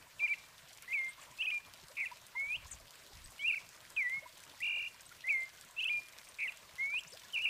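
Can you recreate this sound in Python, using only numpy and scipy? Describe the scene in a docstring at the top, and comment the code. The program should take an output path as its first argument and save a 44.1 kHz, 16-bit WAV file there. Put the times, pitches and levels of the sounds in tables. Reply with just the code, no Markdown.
"""Wood's edge: a thrush sings short slurs, hooks, buzzes and a warble from a tree.
The song is bent whistles with faint overtones; echoes off branches scatter each one.
A small bird adds thin high chips and far plips sound softly, both as short gliding tones.
Dry leaves tick and crackle as bursts of ringing noise. Two groups of soft low-noise puffs
brush the microphone over a quiet, wavering outdoor hiss."""
import sys
import numpy as np
from scipy import signal
from scipy.fft import rfft, irfft
from scipy.io import wavfile
from scipy.ndimage import uniform_filter1d

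SR = 44100
rng = np.random.default_rng(int(sys.argv[2]) if len(sys.argv) > 2 else 0)


def wav_record(signal):
    """Record a signal, one row per channel, as 16-bit PCM in the file named by sys.argv[1]."""
    frames = np.transpose(np.atleast_2d(signal))
    bounded = np.clip(frames, -1, 1)
    # unit amplitude maps onto the largest positive 16-bit level
    quanta = np.round(bounded * 32767).astype(np.int16)
    wavfile.write(sys.argv[1], SR, quanta)


N = 330307  # samples
TOP_HZ = 15200

# outdoor hiss, relative spectrum: (frequency [Hz], level [dB])
AIR_SPECTRUM = [(20, -6.5), (60, 0), (135, 0), (230, -6), (430, -6.5), (630, -0.5), (800, -7.5), (990, 0.5),
                (1250, -3.5), (1550, -1.5), (4000, -5), (6100, -8), (8200, -8.5), (9400, -12.5),
                (15000, -13.5)]
# puffs of air: (centre time [s], half length [s], level [dB])
PUFFS = [(2.478, 0.017, -65), (2.58, 0.035, -57), (2.666, 0.036, -59.5), (2.746, 0.023, -56.5),
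         (2.82, 0.067, -64), (3.164, 0.037, -57.5), (3.254, 0.057, -56.5)]
# clearest leaf ticks: (time [s], relative level [dB], centre frequency [Hz])
LEAF_TICKS = [(0.823, -39, 7670), (1.737, -36.5, 4300), (1.8836, -41, 5820), (2.171, -42, 3010),
              (2.266, -41, 7100), (2.907, -40.5, 5040), (3.0644, -44, 3800), (3.259, -42, 4340),
              (3.69, -42, 6820), (3.903, -39, 6500), (4.096, -39.5, 3220), (4.43, -44, 4710),
              (5.0178, -45.5, 8650), (5.092, -40.5, 4700), (5.6109, -38, 4670), (6.1855, -38, 3800),
              (6.7554, -41, 5250)]
# stirring of the leaf litter, relative: (time [s], level [dB])
LITTER_STIR = [(0, -55.5), (1.64, -53.5), (2.1, -56.5), (3.53, -54.5), (4.44, -55), (5.4, -53.5),
               (6.2, -52.5), (6.72, -55), (7.3, -49.5)]
# far plips, bending upwards: (time [s], length [s], middle pitch [Hz], last/first pitch [ratio], level [dB])
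PLIPS = [(.215, 0.022, 1020, 1.9, -56.5), (.226, 0.018, 653, 1.35, -58), (1.175, 0.0316, 1100, 1.43, -57),
         (1.32, 0.015, 1010, 1.09, -57), (1.825, 0.02, 380, 1.2, -65), (1.898, 0.028, 575, 1.43, -59),
         (2.112, 0.02, 973, 1.18, -47), (2.348, .018, 982, 1.17, -48), (2.653, 0.012, 1040, 1.25, -53.5),
         (3.53, 0.023, 1500, 1.3, -56), (4.222, 0.021, 600, 1.36, -55), (4.256, .015, 1000, 1.12, -49),
         (5.11, 0.021, 1420, 1.15, -55), (6.936, 0.014, 1000, 1.4, -52.5), (7.12, .045, 566, 2.4, -56.5)]
# soft low bumps: (time [s], level [dB])
BUMPS = [(0.624, -64), (1.825, -62), (4.166, -61), (7.05, -63.5)]
BUMP_S, BUMP_HZ, BUMP_BEND = 0.038, 143, 0.47  # length, middle pitch, last/first pitch
# small bird's chips: (time [s], length [s], middle pitch [Hz], last/first pitch [ratio], level [dB])
CHIPS = [(1.086, 0.017, 8540, 1.34, -54), (1.102, 0.012, 8200, .94, -59), (1.21, 0.011, 7700, 0.57, -58),
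         (1.221, 0.016, 7500, 0.63, -61), (2.71, 0.014, 7480, 0.59, -45), (2.722, 0.016, 7200, 0.64, -47.5),
         (3.239, .019, 8160, 1.14, -53.5), (5.059, 0.014, 8230, 1, -55), (5.402, .012, 7600, .7, -58),
         (6.283, 0.018, 8800, 1.24, -57.5), (6.978, .028, 7750, 0.8, -56), (7.066, 0.026, 6600, 2.6, -56),
         (7.1, 0.014, 8100, 0.66, -57), (7.12, 0.023, 5140, .7, -53.5)]

# thrush levels are relative, ahead of the song gain
SONG_NEAR_DB = -14  # near-branch echoes
# overtones let out by throat and beak: (frequency [Hz], level re whistle [dB])
THROAT = [(4000, -36.5), (4700, -39.5), (5500, -40), (6700, -40.5), (8500, -50), (9600, -46), (10200, -32),
          (11500, -58)]
# pitch swings in a note: (first crest [s], end [s], first rate [Hz], last rate [Hz], depth [Hz])
TRILLS = [(1.969, 2.029, 168, 116, 225), (6.3845, 6.449, 170, 137, 220), (7.358, 7.432, 59, 59, 200),
          (7.453, 7.53, 59, 59, 205)]
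TRILL_PULSE_DB = 2  # louder on downward swings, softer on upward ones
# hook, climb to a sharp crest, then a held tone: (share of length [0-1], pitch [Hz], level [dB])
HOOK = [(0, 1866, -15.5), (.05, 2046, -14.5), (.12, 2070, -15), (.21, 2130, -4), (.264, 2696, -3),
        (.31, 2355, 1), (.4, 2230, -5.5), (.49, 2145, -1.5), (.58, 2104, -7), (.88, 2090, -11),
        (1, 2140, -23)]
# upslur, two swells on a rise that ends steeply: (share of length [0-1], pitch [Hz], level [dB])
UPSLUR = [(0, 1998, -15.5), (0.079, 2100, -4.5), (.22, 2182, 0.5), (.41, 2223, -4), (.57, 2283, -9.5),
          (.73, 2417, -1.5), (.84, 2530, -2), (.91, 2764, -2), (.955, 3040, -7), (1, 3440, -17)]
# lead-in, swelling rise ahead of a run of scoops: (share of length [0-1], pitch [Hz], level [dB])
LEAD_IN = [(0, 2520, -14), (.22, 2647, -10.5), (.53, 2690, 0.5), (.76, 2920, 1), (.91, 3200, -4.5),
           (1, 3300, -32)]
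# level tone closing a run of scoops: (share of length [0-1], pitch [Hz], level [dB])
CLOSE = [(0, 2150, -5), (.1, 2438, 0.5), (.36, 2410, 0), (.62, 2410, -1), (.85, 2385, -4.5), (1, 2370, -25)]
# swell, tone that grows, then drops away: (share of length [0-1], pitch [Hz], level [dB])
SWELL = [(0, 2283, -9), (.2, 2320, -6), (.45, 2377, -1), (.7, 2402, 1), (.82, 2296, -5), (1, 2000, -11.5)]
# buzz, sinking centre of a fast trill: (share of length [0-1], pitch [Hz], level [dB])
BUZZ = [(0, 2402, -10), (.17, 2365, -4.5), (.34, 2405, -3), (.52, 2367, 0.5), (.68, 2195, -3),
        (.8, 2075, -3.5), (1, 1870, -8.5)]
# song: (start [s], length [s], note shape, pitch shift [Hz], level added to the shape [dB])
NOTES = [(.201, 0.071, SWELL, 19, -31), (0.287, .056, SWELL, -31.5, -32), (.877, 0.23, HOOK, 5, -33),
         (1.384, 0.047, LEAD_IN, 4, -36), (1.511, 0.085, CLOSE, -9, -37.5), (1.966, 0.089, BUZZ, 21, -36),
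         (2.351, 0.22, UPSLUR, 2.5, -36), (5.239, 0.22, HOOK, -5, -30), (5.763, .047, LEAD_IN, -3, -37.5),
         (5.892, 0.11, CLOSE, 4, -35), (6.385, 0.093, BUZZ, 30, -36), (6.781, 0.22, UPSLUR, -3, -34.5)]
# arching note: (time [s], pitch [Hz], level [dB])
ARCH = [(3.391, 2168, -51.5), (3.437, 2318, -40), (3.451, 2410, -33), (3.471, 2720, -35.5),
        (3.483, 2813, -31), (3.493, 2737, -34), (3.511, 2350, -31), (3.517, 2344, -31)]
# long dipping slur: (time [s], pitch [Hz], level [dB])
DIP = [(3.963, 2750, -45), (3.975, 2530, -33.5), (4.023, 2103, -34), (4.037, 1988, -40.5),
       (4.067, 1939, -35), (4.097, 2023, -43), (4.145, 2160, -37.5), (4.185, 2184, -40), (4.2, 2150, -52)]
# slide into the warble: (time [s], pitch [Hz], level [dB])
SLIDE = [(4.603, 1936, -44.5), (4.613, 2030, -47.5), (4.632, 2680, -35)]
# centre of the last, quavering note: (time [s], pitch [Hz], level [dB])
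QUAVER = [(7.330, 3206, -48), (7.342, 2960, -39.5), (7.352, 2850, -36), (7.358, 2580, -35.5),
          (7.38, 2560, -35.5), (7.406, 2500, -40.5), (7.427, 2850, -40), (7.445, 2910, -34),
          (7.454, 2590, -31), (7.495, 2500, -39)]
# flicks before, after or over a note: (start [s], length [s], first pitch [Hz], last pitch [Hz], level [dB])
FLICKS = [(.193, 0.017, 2800, 2320, -43.5), (0.275, 0.015, 2950, 2200, -40.5),
          (0.337, 0.0088, 2990, 2300, -41.5), (2.054, 0.022, 2830, 2270, -40),
          (3.391, 0.036, 2880, 3400, -49.5), (3.521, 0.029, 2800, 2110, -35.5),
          (3.555, 0.031, 2760, 2160, -40.5), (3.961, 0.0094, 3500, 2600, -47),
          (6.476, 0.025, 2894, 2320, -39.5)]
FLICK_FADE_DB = 0.5  # lost along a flick
# scoops: (start [s], length [s], flick length [s], ledge [Hz], top [Hz], ledge level [dB], flick level [dB])
SCOOPS = [(1.42, 0.045, 0.018, 2547, 3380, -38.5, -34), (1.465, .046, 0.014, 2512, 3380, -35.5, -34),
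          (5.803, .047, 0.026, 2590, 3560, -36.5, -32.5), (5.848, 0.048, 0.025, 2606, 3500, -34.5, -33.5)]
SCOOP_ONSET_S, SCOOP_UNDER_HZ = 0.0083, 260  # slide up to the ledge
NOTCH_S, NOTCH_DB = 0.006, 8.5  # level dip before the flick
# scoop's flick after the notch: (share of flick length [0-1], share of rise [0-1], level re flick [dB])
SCOOP_FLICK = [(.4, 0.17, -2.5), (.7, 0.49, -2.5), (1, 1, -17.5)]
# warble, two notes alternating: (time [s], high note [Hz], low note [Hz], level [dB])
WARBLE = [(4.627, 2760, 2390, -39), (4.640, 2760, 2330, -34), (4.672, 2790, 2330, -35.5),
          (4.720, 2790, 2384, -37), (4.790, 2820, 2340, -38), (4.850, 2772, 2383, -41),
          (4.881, 2807, 2400, -41.5)]
# warble pace: (first high note [s], first rate [Hz], last rate [Hz])
WARBLE_PACE = (4.636, 48, 43.4)


def undb(db):
    """Decibels to gain."""
    return 10 ** (np.asarray(db) / 20)


def unit(x):
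    """Scale to rms 1."""
    return x / np.sqrt(np.mean(x ** 2) + 1e-20)


def add(track, start_s, x):
    """Mix x into track from a start time."""
    i = max(int(start_s * SR), 0)
    track[i:i + len(x)] += x[:max(len(track) - i, 0)]


def colour(x, points):
    """Shape x with a spectrum of (Hz, dB) points."""
    hz, db = np.transpose(points)
    f = np.maximum(np.fft.rfftfreq(len(x), 1 / SR), 1)
    gain = undb(np.interp(np.log(f), np.log(hz), db))
    return irfft(rfft(x) * gain, len(x))


def band(x, lo_hz, hi_hz, order=2):
    """Band-pass filter."""
    edges_hz = [lo_hz, min(hi_hz, SR / 2 - 1)]
    return signal.sosfilt(signal.butter(order, edges_hz, "band", fs=SR, output="sos"), x)


def walk(rate_hz, size):
    """Random wander: straight lines between normal draws made rate_hz times a second."""
    t = np.arange(size) / SR * rate_hz
    knots = rng.standard_normal(int(t[-1]) + 2)
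    return np.interp(t, np.arange(len(knots)), knots)


def slowing(t, start_s, end_s, first_hz, last_hz):
    """A cosine whose rate slides from first_hz to last_hz."""
    age = t - start_s
    cycles = first_hz * age + (last_hz - first_hz) * age ** 2 / (2 * (end_s - start_s))
    return np.cos(2 * np.pi * cycles)


def place(x, pan_db, lag_s=0):
    """Pan stereo by level (positive is left) and by delaying the left channel."""
    delay = np.exp(-2j * np.pi * np.fft.rfftfreq(N, 1 / SR) * lag_s)
    left = irfft(rfft(x[0]) * delay, N)
    return np.array([left, x[1]]) * undb(np.array([[pan_db], [-pan_db]]) / 2)


def scatter(x, delay_s, t60_s, db):
    """Many small echoes off branches and trunks, dying away after a first delay."""
    t = np.arange(SR) / SR
    # cubing makes the echoes sparse
    echoes = rng.standard_normal(SR) ** 3 * undb(-60 * t / t60_s)
    out = np.zeros(N)
    add(out, delay_s, signal.fftconvolve(x, echoes / np.linalg.norm(echoes)))
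    return undb(db) * out


def wood(x, near_db, far_db, wide_db=-12):
    """Near branches thicken a sound, crowns blur it, far trunks leave a faint tail."""
    near = scatter(x, delay_s=0.004, t60_s=0.093, db=near_db)
    crowns = scatter(x, delay_s=0.028, t60_s=0.23, db=far_db)
    far = scatter(x, delay_s=0.06, t60_s=0.48, db=far_db - 7)
    wide = scatter(x, delay_s=0.012, t60_s=0.046, db=far_db + wide_db)
    return x + near + crowns + far + np.array([wide, -wide])


def flicker(x, depth_db, rate_hz, count=16):
    """Let each band of a noise waver on its own; the highest bands stay smoother."""
    spectrum = rfft(x)
    # bands widen with frequency
    where = np.interp(np.sqrt(np.fft.rfftfreq(N)), [0, np.sqrt(0.5)], [0, count - 1])
    out = np.zeros(N)
    for k in range(count):
        part = irfft(spectrum * np.clip(1 - abs(where - k), 0, 1), N)
        band_depth_db = depth_db * (1 - (k / count) ** 2)
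        out += part * undb(band_depth_db * walk(rate_hz, N))
    return out


def air(air_db=-60.0, side_db=-18, flutter_db=-0.6):
    """Distant outdoor hiss: coloured noise, nearly centred, wider in the low middle."""
    hiss = unit(colour(rng.standard_normal(N), AIR_SPECTRUM))
    mid = flicker(hiss, depth_db=3.5, rate_hz=35) * undb(flutter_db * walk(13, N))
    width = [(60, -6.5), (350, 10.0), (700, 6), (1400, -1.5), (8000, -90.0), (14000, -4)]
    side = unit(colour(colour(rng.standard_normal(N), AIR_SPECTRUM), width))
    return undb(air_db) * (mid + undb(side_db) * np.array([side, -side]))


def puffs():
    """Low eddies swell and fade at the microphone, a little different left and right."""
    t = np.arange(N) / SR
    swell = sum(undb(db) * np.exp(-((t - s) / half_s) ** 2) for s, half_s, db in PUFFS)
    mid, side = (unit(band(rng.standard_normal(N), 24.6, 93)) for _ in range(2))
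    return swell * (mid + undb(-12) * np.array([side, -side]))


def snap(hz, width, decay_s, edge_db=-9):
    """Dry crack: a sharp bright edge over noise ringing in a piece of leaf; width is a share of hz."""
    t = np.arange(SR // 40) / SR
    burst = rng.standard_normal(len(t)) * (1 - np.exp(-t / 0.00026)) * np.exp(-t / decay_s)
    ring = band(burst, hz / (1 + width), hz * (1 + width), order=1)
    edge = band(rng.standard_normal(len(t)) * np.exp(-t / 0.00054), 7200, 16000, order=1)
    return ring / np.abs(ring).max() + undb(edge_db) * edge / np.abs(edge).max()


def leaves(tick_db=-1, decay_s=0.0015, crackle_db=2.5, spread_db=2.5, lo_hz=1800, hi_hz=8500, count=520):
    """Dry leaves tick over a fine crackle of random pitches, its level following the stirring."""
    out = np.zeros(N)
    for start_s, db, hz in LEAF_TICKS:
        add(out, start_s, undb(db + tick_db) * snap(hz, width=0.39, decay_s=decay_s, edge_db=-6.0))
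    for when, pitch, size, length in rng.random((count, 4)):
        start_s = when * N / SR
        stir_db = np.interp(start_s, *np.transpose(LITTER_STIR))
        db = stir_db + crackle_db + spread_db * min(-np.log(1 - size), 3)
        hz = lo_hz * (hi_hz / lo_hz) ** pitch
        crack = snap(hz, width=0.2, decay_s=0.0038 * (0.091 + length), edge_db=-8)
        add(out, start_s, undb(db) * crack)
    return out


def glides(rows):
    """Bending whistles that swell and fade; row: (time [s], length [s], middle [Hz], bend [ratio], level [dB])."""
    out = np.zeros(N)
    for start_s, length_s, middle_hz, bend, db in rows:
        u = np.linspace(0, 1, int(length_s * SR))
        hz = middle_hz * bend ** (u - 0.5)
        tone = np.sin(2 * np.pi * np.cumsum(hz) / SR)
        add(out, start_s, np.sqrt(2) * undb(db) * np.sin(np.pi * u) * tone)
    return out


def patter(lo_hz=560, hi_hz=1900, db=-72, spread_db=3.5, length_s=0.013, rise=1.148, count=300):
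    """Faint short whistles at random moments, each with its own pitch and bend."""
    rows = []
    for when, pitch, size, length, bend in rng.random((count, 5)):
        loud_db = db + spread_db * min(-np.log(1 - size), 3)
        hz = lo_hz * (hi_hz / lo_hz) ** pitch
        rows.append((when * N / SR, length_s * (0.5 + length), hz, rise ** (2 * bend), loud_db))
    return glides(rows)


def far_plips():
    """Rising plips and a few falling low bumps over a fainter patter."""
    bumps = [(s, BUMP_S, BUMP_HZ, BUMP_BEND, db) for s, db in BUMPS]
    return glides(PLIPS) + glides(bumps) + patter()


def small_bird():
    """Thin high chips as gliding tones, a few clear and others faint."""
    faint = patter(lo_hz=6550, hi_hz=10350, db=-73, spread_db=1.5, length_s=0.012, rise=0.85, count=24)
    return glides(CHIPS) + faint


def whistle(hz, db, jitter=0.0049, shimmer_db=0.57):
    """One side of the syrinx: a near-pure tone, its faint overtones weighted by throat resonance."""
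    size = len(hz)
    phase = 2 * np.pi * np.cumsum(hz * (1 + jitter * walk(513, size))) / SR
    overtones = sum(undb(np.interp(k * hz, *np.transpose(THROAT))) * np.sin(k * phase) for k in range(2, 6))
    edges = signal.windows.tukey(size, min(0.007 * SR / size, 1))
    return np.sqrt(2) * (np.sin(phase) + overtones) * edges * undb(db + shimmer_db * walk(250, size))


def trill(t):
    """Pitch swing [Hz] at times t; a trill's rate holds or slows, and its swings vary."""
    swing_hz = np.zeros(len(t))
    late_s = 0.00025 * walk(120, len(t))
    for start_s, end_s, first_hz, last_hz, depth_hz in TRILLS:
        opening = np.clip(1 + 2 * (t - start_s) * first_hz, 0, 1)
        closing = np.clip((end_s - t) * last_hz / 2, 0, 1)
        swing = slowing(t - late_s, start_s, end_s, first_hz, last_hz) + 0.17 * walk(177, len(t))
        swing_hz += depth_hz * opening * closing * swing
    return swing_hz


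def scoop(start_s, length_s, flick_s, ledge_hz, top_hz, ledge_db, flick_db):
    """Points (s, Hz, dB) of a scoop: up to the ledge, hold, dip, flick."""
    turn_s = start_s + length_s - flick_s
    ledge = [(start_s, ledge_hz - SCOOP_UNDER_HZ, ledge_db - 5.5),
             (start_s + SCOOP_ONSET_S, ledge_hz, ledge_db),
             (turn_s - NOTCH_S, ledge_hz + 25, ledge_db),
             (turn_s, ledge_hz + 50, ledge_db - NOTCH_DB)]
    flick = [(turn_s + share * flick_s, ledge_hz + rise * (top_hz - ledge_hz), flick_db + db)
             for share, rise, db in SCOOP_FLICK]
    return ledge + flick


def strokes():
    """Strokes of the syrinx as points (s, Hz, dB); they overlap where its two sides sound together."""
    notes = [[(start_s + share * length_s, hz + shift_hz, db + level_db) for share, hz, db in note]
             for start_s, length_s, note, shift_hz, level_db in NOTES]
    flicks = [[(start_s, first_hz, db), (start_s + length_s, last_hz, db - FLICK_FADE_DB)]
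              for start_s, length_s, first_hz, last_hz, db in FLICKS]
    return notes + flicks + [scoop(*row) for row in SCOOPS] + [ARCH, DIP, SLIDE, QUAVER]


def warble(overlap=0.13, bend_hz=150, uneven_db=1):
    """The two sides of the syrinx take turns; each bends towards the other as it hands over."""
    s, *columns = np.transpose(sorted(WARBLE))
    t = np.arange(s[0], s[-1], 1 / SR)
    high_hz, low_hz, db = (np.interp(t, s, c) for c in columns)
    start_s, first_hz, last_hz = WARBLE_PACE
    late_s = 0.0007 * walk(35, len(t))
    turn = slowing(t - late_s, start_s, s[-1], first_hz, last_hz)
    out = np.zeros(N)
    for side, hz in ((0.98, high_hz), (-0.9, low_hz)):
        opening = np.sin(np.pi / 2 * np.clip(side * turn + overlap, 0, 1))
        pitch_hz = hz - side * bend_hz * (1 - side * turn) + 18 * walk(45.7, len(t))
        add(out, s[0], opening * whistle(pitch_hz, db + uneven_db * walk(42, len(t))))
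    return out


def thrush():
    """Each stroke is one whistle, its pitch bent smoothly; a trill makes it throb."""
    out = np.zeros(N)
    for stroke in strokes():
        s, hz, db = np.transpose(sorted(stroke))
        t = np.arange(s[0], s[-1], 1 / SR)
        swing_hz = trill(t)
        slope = np.gradient(swing_hz)
        throb_db = -TRILL_PULSE_DB * slope / (np.abs(slope).max() + 1e-9)
        pitch_hz = uniform_filter1d(np.interp(t, s, hz), size=110) + swing_hz
        add(out, s[0], whistle(pitch_hz, np.interp(t, s, db) + throb_db))
    return out


def scene():
    """Thrush slightly right of centre, small bird to the left, ground and air around them."""
    ground = wood(leaves(), near_db=-9.5, far_db=-23)
    plips = wood(far_plips(), near_db=-11.5, far_db=-26)
    chips = place(wood(small_bird(), near_db=-9, far_db=-47), pan_db=7.5)
    song = wood((thrush() + warble()) * undb(1.04), near_db=SONG_NEAR_DB, far_db=-19.5)
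    song = place(song, pan_db=-0.7, lag_s=1.05e-5)
    return air() + puffs() + ground + plips + chips + song


def record(dry):
    """Steep elliptic low-pass: the microphone chain cuts the highest treble."""
    return signal.sosfilt(signal.ellip(10, 0.2, 60, TOP_HZ, fs=SR, output="sos"), dry)


dry = scene()
out = record(dry)
wav_record(out)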